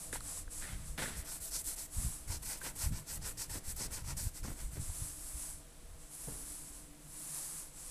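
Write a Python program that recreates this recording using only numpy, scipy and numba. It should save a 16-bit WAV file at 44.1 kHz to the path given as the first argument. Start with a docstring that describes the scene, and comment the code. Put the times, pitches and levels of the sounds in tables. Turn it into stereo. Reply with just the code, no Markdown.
"""Outdoors, a two-port phone is held close to a frosted car windscreen: a nylon sleeve swishes (fabric-coloured
grit) and shoes crunch on frozen ground (ringing grains over a thud). From 1.1 s fingernails scrape the frost in two
runs of quick strokes, bright ice grit over duller glass chatter, with soft thuds in the second. From 4.8 s the sleeve
swishes on alone and one late thud lands. Throughout, short decaying sines tick, wind buffets the ports (low noise and
single cycles), and a motor drones down the street (narrow noise bands), slowly drawing away."""
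import sys
import numpy as np
from scipy import signal
from scipy.fft import rfft, irfft
from scipy.io import wavfile
from scipy.ndimage import uniform_filter1d
from numba import njit

SR = 44100
rng = np.random.default_rng(int(sys.argv[2]) if len(sys.argv) > 2 else 0)


def log_audio(samples):
    """Write samples as a 16-bit WAV file to the path given in sys.argv[1]."""
    # one column per channel
    frames = np.atleast_2d(samples).T
    # limit to full scale, then quantise
    limited = np.clip(frames, -1, 1)
    pcm = np.round(limited * 32767).astype(np.int16)
    wavfile.write(sys.argv[1], SR, pcm)


N = 348390

HAND_PAN_DB = -6  # left minus right, scraping hand
BITE_S_PER_DB, LIFT_S = 0.0008, 0.012  # a lighter landing bites slower
CRUMBS_DB, CRUMBS_FALL_DB_PER_S = -23.5, 140  # loose frost, relative to the stroke's peak
BRIGHT_PER_DB = -0.5  # brightness [dB] per pressure [dB]: lighter contact sounds brighter
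NAIL_SHARE = 0.72  # glass chatter follows pressure less than the ice hiss does
ECHO_DEPTH, ECHO_SWEEP = 0.46, 0.06  # share removed at the notch; its slide along a stroke, as a fraction of Hz

# Scraping strokes: (start [s], length [s], ice hiss level [dB], nail-on-glass level [dB],
# place of the peak [0-1], brightness [dB], first contact under the peak [dB], last contact under the peak [dB])
STROKES = [(1.108, 0.13, -45.5, -61, 0.67, -5, 11, 17), (1.24, 0.16, -42, -55, 0.45, 0.5, 13.4, 14),
           (1.396, 0.11, -42, -59, 0.46, 1, 11, 4.3), (1.499, 0.13, -36, -53, 0.49, 1, 13, 13),
           (1.638, 0.12, -38, -55, 0.46, 2, 9.4, 11.5), (1.755, 0.12, -41.5, -55.5, 0.44, 2.5, 8.5, 13.5),
           (2.269, 0.12, -38.5, -49, 0.47, -3.5, 13, 10.5), (2.419, 0.186, -39, -50.5, 0.54, 1, 8.9, 19),
           (2.6, 0.13, -40.5, -48.5, 0.55, -2.5, 14, 18), (2.748, 0.16, -36.5, -49.5, 0.5, -0.5, 15.3, 21),
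           (2.918, 0.12, -45.5, -53.5, 0.52, 0, 5.8, 18), (3.058, 0.13, -41.5, -53.5, 0.39, -1.5, 14, 9.6),
           (3.209, 0.13, -40, -50.5, 0.54, -3, 14, 19.5), (3.369, 0.11, -38, -52, 0.45, -5.5, 9.6, 21),
           (3.492, 0.11, -40.5, -50, 0.54, -2, 6.9, 9.2), (3.628, 0.118, -40, -54, 0.64, 0, 18, 21),
           (3.758, 0.12, -39, -49.5, 0.51, -5, 7.3, 6.9), (3.901, 0.134, -41, -50.5, 0.33, -2.5, 11.6, 18),
           (4.029, 0.12, -42, -50.5, 0.63, -5.5, 18, 20), (4.164, 0.14, -38.5, -54.5, 0.14, 3, 7, 11.5),
           (4.327, 0.094, -44, -58.5, 0.44, 2, 18, 20), (4.429, 0.12, -46.5, -56, 0.06, 0, 3.6, 7.5),
           (4.55, 0.14, -48.5, -59.5, 0.45, 3.5, 13, 16), (4.703, 0.11, -49, -60, 0.38, 5, 16, 8.5)]
# Breaking ice as it reaches each port, the left shaded by the phone's body:
# (frequency [Hz], left level [dB per Hz], right level [dB per Hz])
ICE_SPECTRA = [(2500, -20, -23), (3740, -8, -16), (4200, -12.5, -6), (5800, -10, -2.5), (6640, -8, -3.5),
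               (9350, -0.5, -0.5), (10600, -5, -2.5), (11900, -4, -3), (13800, -8, -4.5)]
# The glass mirrors the nails: a notch at the right port that follows the hand: (time [s], frequency [Hz])
GLASS_ECHO = [(1.2, 12800), (2.0, 12100), (2.7, 10900), (4.2, 11200)]
# Glass resonances under the nails: (frequency [Hz], width [Hz], relative level [dB])
GLASS_MODES = [(316, 240, 6.5), (562, 330, 5), (910, 173, 10), (1414, 300, 8.5), (1857, 105, 9),
               (2300, 210, 2)]


def scratching(t):
    """Nails break ice crystals (bright grit) and chatter on the glass (duller ring), loudest at full pressure."""
    hiss_power, nail, bright_db, along = np.zeros((4, N))
    for start, length, ice_db, nail_db, peak, stroke_bright_db, first_db, last_db in STROKES:
        end, top = start + length, start + peak * length
        span, now = near(start, length + 0.5)
        bite = np.clip((now - start) / (BITE_S_PER_DB * max(first_db, 4)), 0, 1)
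        contact = bite * np.clip((end - now) / LIFT_S, 0, 1)
        before_top = np.clip((top - now) / (top - start), 0, 1)
        after_top = np.clip((now - top) / (end - top), 0, 1)
        press_db = -first_db * before_top ** 1.4 - last_db * after_top ** 1.4
        # loose frost slides on after the nails lift
        crumbs = (now > top) * undb(CRUMBS_DB - CRUMBS_FALL_DB_PER_S * np.maximum(now - end, 0))
        hiss_power[span] += (undb(ice_db) * np.maximum(contact * undb(press_db), crumbs)) ** 2
        nail[span] += undb(nail_db + NAIL_SHARE * press_db) * contact
        bright_db[span] = stroke_bright_db + BRIGHT_PER_DB * (press_db + 6.5)
        along[span] = np.clip((now - start) / length, 0, 1)

    hz, *ports_db = np.transpose(ICE_SPECTRA)
    grains = pair(lambda: grit(18000, 1.0), 0.011)
    left, right = [colour(x, np.transpose([hz, db])) for x, db in zip(grains, ports_db)]
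    notch_slide = 1 + ECHO_SWEEP * (along - 0.5) + 0.056 * walk(4.6)
    notch_hz = np.clip(np.interp(t, *np.transpose(GLASS_ECHO)) * notch_slide, 3000, 16000)
    right = right - ECHO_DEPTH * svf(right, notch_hz, 1500.0)
    ice = np.array([left, right])

    # coarse and fine crystals come in patches, so low and high grit swell apart
    coarse = np.array([svf(x, np.full(N, 5200.0), 2700.0) for x in ice])
    tilt_db = bright_db + 4.0 * walk(29.98)
    ice = coarse * undb(-tilt_db / 2) + (ice - coarse) * undb(tilt_db / 2)

    glass = pair(lambda: wander(grit(5000, 1.6), GLASS_MODES, drift=0.053, patchy_db=2.5, rate=24), 0.35)
    glass = glass * undb(1.5 * walk(70))
    catch = undb(0.86 * walk(120) + 0.32 * walk(25.03))  # the nails slip and catch on uneven frost
    ice = np.outer(pan(HAND_PAN_DB), np.sqrt(hiss_power)) * ice
    glass = np.outer(pan(0.51 * HAND_PAN_DB), nail) * glass
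    return catch * (ice + glass)


SWELL_POWER = 1.33  # higher: a swish rises later and falls earlier
SHADE_HZ = 9300  # the phone's body shades the right port from the sleeve's top

# Sleeve swishes: (start [s], rise [s], hold [s], fall [s], level [dB], left minus right [dB])
SWISHES = [(-0.1, 0.12, 0.02, 0.14, -44.5, -3), (0.116, 0.022, 0.014, 0.049, -40.5, -3),
           (0.153, 0.15, 0.079, 0.079, -42.5, -5.5), (0.491, 0.031, 0.061, 0.44, -45.5, -5),
           (0.812, 0.065, 0.031, 0.082, -49.5, -6), (0.964, 0.047, 0.036, 0.14, -43, -6),
           (1.893, 0.05, 0.099, 0.3, -43, -2), (4.35, 0.24, 0.086, 0.1, -56, -9),
           (4.787, 0.027, 0.071, 0.56, -45, -5.5), (4.82, 0.15, 0.045, 0.36, -43.5, 0.5),
           (5.083, 0.13, 0.23, 0.22, -44.5, -1), (5.95, 0.066, 0.045, 0.1, -58, -7),
           (6.077, 0.065, 0.29, 0.29, -47.5, 2), (6.305, 0.21, 0.25, 0.19, -51, -2.5),
           (6.94, 0.4, 0.25, 0.14, -42.5, -1), (7.69, 0.12, 0.085, 0.19, -46, -6)]
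# Nylon rubbing on nylon: (frequency [Hz], level [dB per Hz])
NYLON_SPECTRUM = [(300, -14), (1000, -5.5), (2000, -10), (3200, -12), (6000, -3.5), (9000, 4), (12000, -1),
                  (15000, -8)]


def sleeve(t):
    """Fabric slides on fabric: fine dense friction that swells with the arm's movement."""
    power = np.zeros((2, N))
    for start, rise, hold, fall, db, pan_db in SWISHES:
        end = start + rise + hold + fall
        speed = np.clip(np.minimum((t - start) / rise, (end - t) / fall), 0, 1)
        power += np.outer(pan(pan_db), undb(db) * speed ** SWELL_POWER) ** 2
    swell = uniform_filter1d(np.sqrt(power), size=600)
    left, right = pair(lambda: colour(grit(25000, 0.63), NYLON_SPECTRUM), 0.016)
    shade = signal.butter(2, SHADE_HZ, fs=SR, output="sos")
    cloth = np.array([left, signal.sosfilt(shade, right)])
    rustle = undb(0.9 * walk(30) + 1.1 * walk(9))
    return swell * rustle * cloth


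# Steps and shifts of weight:
# (time [s], crunch level [dB], length [s], thud level [dB], crunch left minus right [dB], attack [s])
STEPS = [(0.126, -43, 0.037, -50, -4, 0.0013), (0.148, -46, 0.018, -51, -3, 0.011),
         (0.604, -46, 0.14, -61, 1, 0.023), (0.976, -39.5, 0.14, -45.5, 0, 0.0035),
         (3.55, -62, 0.046, -48, 1.5, 0.0095), (3.791, -62, 0.091, -48, -2, 0.0095),
         (4.443, -62, 0.092, -47, 5, 0.0026), (4.756, -59, 0.028, -45.5, 3, .004),
         (6.276, -69, 0.13, -52, -3, 0.003)]
# Frozen grit under the sole: (frequency [Hz], width [Hz], relative level [dB])
GROUND_MODES = [(600, 1500, 2), (1520, 190, 5.5), (1880, 310, 4), (3320, 700, -6), (11000, 8000, -18)]


def steps(t):
    """Each step crushes frozen grit under the sole and thuds dully through the ground."""
    crunch, thud = np.zeros((2, N)), np.zeros(N)
    for start, crunch_db, length, thud_db, pan_db, attack in STEPS:
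        age = np.maximum(t - start, 0)
        shape = np.minimum(age / attack, 1) * np.exp(-(age / length) ** 1.39)
        crunch += np.outer(pan(pan_db), undb(crunch_db) * shape)
        thud += undb(thud_db) * shape
    grains = pair(lambda: wander(grit(7000, 1.1), GROUND_MODES, drift=0.047, patchy_db=3.5, rate=50), 0.28)
    grains = grains * undb(1.1 * walk(81.3))
    thud_modes = [(137, 115, 20.0), (224, 110, 13), (416, 130, -10.0), (690, 140, -25)]  # (Hz, width Hz, dB)
    body = level(ring(grit(900, 0.61), thud_modes), 0)
    return crunch * grains + thud * body


# Single ticks and knocks: (time [s], starting level [dB], pitch [Hz], ring time to -60 dB [s])
TICKS = [(.128, -29.5, 9100, 0.0065), (.129, -32, 1650, 0.013), (.131, -29, 450, 0.015),
         (.157, -27.5, 890, 0.01), (.208, -36, 1300, 0.009), (.206, -37.5, 4300, 0.004),
         (.207, -38, 8200, 0.0055), (0.479, -42, 1570, 0.012), (1.058, -30, 1740, .02),
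         (2.615, -39, 1565, 0.044), (3.766, -30, 12500, 0.003), (4.441, -41, 1500, .012),
         (4.454, -40, 1070, .014), (4.504, -43, 1390, .012), (4.766, -44, 596, 0.03),
         (4.899, -30.5, 800, 0.0048), (4.768, -43, 390, .04), (6.272, -35.5, 148, 0.11),
         (6.273, -48, 670, .05), (6.282, -40.5, 470, 0.07), (6.29, -43.5, 278, .08)]


def ticks(t):
    """Short sines that start within one cycle and die away exponentially, alike at both ports."""
    out = np.zeros(N)
    for start, db, hz, t60 in TICKS:
        span, now = near(start, t60)
        age = np.maximum(now - start, 0)
        onset = np.sin(np.pi / 2 * np.minimum(age * hz, 1)) ** 2
        out[span] += undb(db - 60 * age / t60) * onset * np.sin(2 * np.pi * hz * age)
    return out


# Breeze at each port: (time [s], left level [dB], right level [dB])
BREEZE = [(0, -53, -50.5), (0.7, -48, -47), (1.3, -51.5, -51), (1.8, -49.5, -52), (2.3, -55, -45.5),
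          (2.699, -48.5, -49.5), (3.6, -55.5, -55), (3.9, -43, -43), (4.4, -52, -49), (5.2, -52.5, -48),
          (5.8, -54.5, -50.5), (6.2, -57, -50.5), (6.5, -54.5, -49), (7.1, -53, -54), (7.9, -49, -52)]
# Gusts that strike one port: (middle [s], length [s], level [dB], port [0 left, 1 right])
GUSTS = [(0.18, 0.19, -44.5, 1), (0.426, 0.12, -44, 1), (0.77, 0.21, -38.5, 1), (0.955, 0.11, -48, 0),
         (1.066, 0.15, -45, 0), (1.179, 0.087, -42, 1), (1.219, 0.066, -43, 0), (1.418, 0.057, -46.5, 1),
         (1.602, 0.15, -46, 1), (2.029, 0.15, -35, 1), (2.316, 0.17, -40.5, 1), (2.458, 0.062, -42, 1),
         (2.802, 0.057, -44, 0), (2.918, 0.18, -35.5, 1), (3.03, 0.067, -47, 1), (3.199, 0.16, -39, 1),
         (3.29, 0.066, -46.5, 0), (3.367, 0.079, -42, 1), (3.515, 0.13, -41.5, 1), (3.68, 0.062, -46, 0),
         (3.717, 0.1, -40.5, 1), (4.13, 0.2, -40, 1), (4.251, 0.067, -37.5, 1), (4.47, 0.15, -47, 0),
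         (4.475, 0.087, -37, 1), (4.648, 0.087, -41, 1), (4.784, 0.14, -39, 1), (4.901, 0.078, -43.5, 1),
         (5.017, 0.082, -42, 1), (5.057, 0.19, -47, 0), (5.378, 0.099, -45, 1), (5.56, 0.1, -45, 1),
         (5.922, 0.11, -48.5, 1), (6.307, 0.077, -46.5, 0), (6.316, 0.081, -45.5, 1),
         (6.776, 0.055, -50, 1), (0.607, 0.054, -48, 1)]


def wind(t):
    """Eddies push each port on its own; stronger gusts carry smaller, higher eddies."""
    time, left_db, right_db = np.transpose(BREEZE)
    power = undb([np.interp(t, time, left_db), np.interp(t, time, right_db)]) ** 2
    for middle, length, db, port in GUSTS:
        span, now = near(middle - length, 2 * length)
        power[int(port), span] += undb(db) ** 2 * np.exp(-(2 * (now - middle) / length) ** 4)
    out = []
    for port_db in 10 * np.log10(power):
        hz = np.clip(150 * undb(0.63 * (port_db + 45.0)), 70, 380)
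        turbulence = rng.standard_normal(N) * undb(2.0 * walk(30))
        eddies = dull(dull(turbulence, hz), 1.29 * hz) * np.sqrt(hz)
        eddies = svf(eddies, np.full(N, 45.0), 284.0)  # the port passes no steady pressure
        out.append(level(eddies, 0.34) * undb(port_db + 1.86 * walk(7.6)))
    return np.array(out)


# Single wind pops: (time [s], level [dB], length [s], port [0 left, 1 right], first swing [1 push, -1 suck])
POPS = [(0.725, -29, 0.015, 1, -1), (0.75, -28.5, 0.024, 1, 1), (0.892, -27, 0.027, 0, -1),
        (1.966, -27, 0.011, 1, 1), (1.977, -27, 0.023, 1, -1), (2.046, -21, 0.011, 1, -1),
        (2.059, -24, .02, 1, -1), (2.296, -24.5, 0.016, 1, 1), (2.837, -26.5, 0.018, 1, 1),
        (2.86, -19, 0.019, 1, -1), (2.913, -24, 0.024, 1, 1), (4.081, -27.5, 0.014, 1, -1),
        (4.262, -19, 0.015, 1, -1), (4.637, -26.5, 0.037, 1, -1), (4.791, -23, 0.014, 1, 1),
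        (4.89, -24, 0.018, 1, -1), (5.016, -26.5, 0.013, 1, -1)]


def pops(t):
    """One eddy pushes or sucks at a port and lets go: a single rounded cycle."""
    out = np.zeros((2, N))
    for start, db, length, port, swing in POPS:
        span, now = near(start, length)
        way = np.clip((now - start) / length, 0, 1)
        out[int(port), span] += swing * undb(db) * np.sin(2 * np.pi * way) * np.sin(np.pi * way)
    return out


DRONE_FADE_DB_PER_S = 0.48
STREET_DB = -59  # distant noise, wavering about this level

# Motor down the street: (frequency [Hz], width [Hz], level before wavering and fading [dB])
DRONE_BANDS = [(150.3, 15, -63), (296.7, 12.7, -66.5), (489, 13, -76), (654, 24, -73)]
# Soft distant noise: (frequency [Hz], level [dB per Hz])
STREET_SPECTRUM = [(60, -40), (200, -0.5), (400, -6.5), (1000, -8.5), (2500, -12.5), (5000, -13.5),
                   (9000, -10.5), (15000, -19.5)]


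def street():
    """A wavering motor drone, alike at both ports, over soft distant noise."""
    drone = np.zeros(N)
    for hz, width, db in DRONE_BANDS:
        band = svf(rng.standard_normal(N), hz * (1 + 0.0079 * walk(2.39)), 1.0 * width)
        drone += level(band, db) * undb(2.17 * walk(3.02))
    drone = drone * undb(-DRONE_FADE_DB_PER_S * (np.arange(N) / SR - 3.5))  # it draws away
    air = pair(lambda: colour(rng.standard_normal(N), STREET_SPECTRUM), 0.1)
    return drone + undb(STREET_DB + 0.5 * walk(1.88)) * air


def undb(db):
    """Decibels to gain."""
    return 10 ** (np.asarray(db) / 20)


def level(x, db):
    """Scale to an rms level."""
    return x * undb(db) / np.sqrt(np.mean(x ** 2))


def pan(db):
    """Left and right gains for a left-minus-right level."""
    return undb(np.array([db / 2, -db / 2]))


def near(start, length):
    """The samples of one event, and their times."""
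    span = slice(int(max(start, 0) * SR), min(int((start + length) * SR), N))
    return span, np.arange(span.start, span.stop) / SR


def walk(rate):
    """Random levels held 1 / rate s and slewed twice; spread near 1."""
    hold = int(SR / rate)
    held = np.repeat(rng.standard_normal(N // hold + 1), hold)
    return 1.35 * uniform_filter1d(uniform_filter1d(held, hold), hold)[:N]


def grit(per_s, spread_db):
    """Tiny random clicks of uneven but bounded size, rms 1."""
    hit = rng.random(N) < per_s / SR
    size = np.minimum(rng.exponential(size=N), 3)
    return level(hit * rng.standard_normal(N) * undb(spread_db * size), 0)


def pair(make, shared):
    """Two channels with a share of the same sound's power."""
    both = make()
    return np.array([np.sqrt(shared) * both + np.sqrt(1 - shared) * make() for _ in range(2)])


def colour(x, points):
    """Shape by a (Hz, dB) spectrum, falling away below its first point; rms 1."""
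    hz, db = np.transpose(points)
    f = np.maximum(np.fft.rfftfreq(N, 1 / SR), 1)
    gain = undb(np.interp(np.log(f), np.log(hz), db)) * np.minimum(f / hz[0], 1) ** 2
    return level(irfft(rfft(x) * gain, N), 0)


@njit
def svf(x, hz, width):
    """State-variable band-pass with a centre that may move, gain 1 at the centre."""
    y, band, low = np.empty(len(x)), 0., 0.
    for i in range(len(x)):
        g, k = np.tan(np.pi * hz[i] / SR), width / hz[i]
        v = (band + g * (x[i] - low)) / (1 + g * (g + k))
        band, low, y[i] = 2 * v - band, low + 2 * g * v, k * v
    return y


@njit
def dull(x, hz):
    """Four one-pole low-passes in a row with a moving corner, divided by the root of their step size."""
    y, state = np.empty(len(x)), np.zeros(4)
    for i in range(len(x)):
        a, v = 2 * np.pi * hz[i] / SR, x[i]
        for k in range(4):
            state[k] += a * (v - state[k])
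            v = state[k]
        y[i] = v / np.sqrt(a)
    return y


def ring(x, modes):
    """Sum of (Hz, width Hz, dB) resonances."""
    return sum(undb(db) * svf(x, np.full(N, 1.0 * hz), 1.0 * width) for hz, width, db in modes)


def wander(x, modes, drift, patchy_db, rate):
    """Resonances that slide and swell one by one as the point of contact moves; rms 1."""
    out = np.zeros(N)
    for hz, width, db in modes:
        swell = undb(db + patchy_db * walk(rate))
        out += swell * svf(x, hz * (1 + drift * walk(rate / 2)), 1.0 * width)
    return level(out, 0)


def scene():
    """All sources at the two ports."""
    t = np.arange(N) / SR
    return scratching(t) + sleeve(t) + steps(t) + ticks(t) + wind(t) + pops(t) + street()


TOP_HZ = 14230

# Resonance added at the left, then the right microphone port:
# (frequency [Hz], width [Hz], level of the added band [dB])
PORT_MODES = [(10200, 1620, 4), (7910, 850, 2.5)]


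def record(dry):
    """Each port lifts the treble at its own resonance; the top is cut steeply."""
    lifted = [x + ring(x, [mode]) for x, mode in zip(dry, PORT_MODES)]
    top_cut = signal.ellip(14, 0.3, 60, TOP_HZ, fs=SR, output="sos")
    return signal.sosfilt(top_cut, lifted)


dry = scene()
out = record(dry)
log_audio(out)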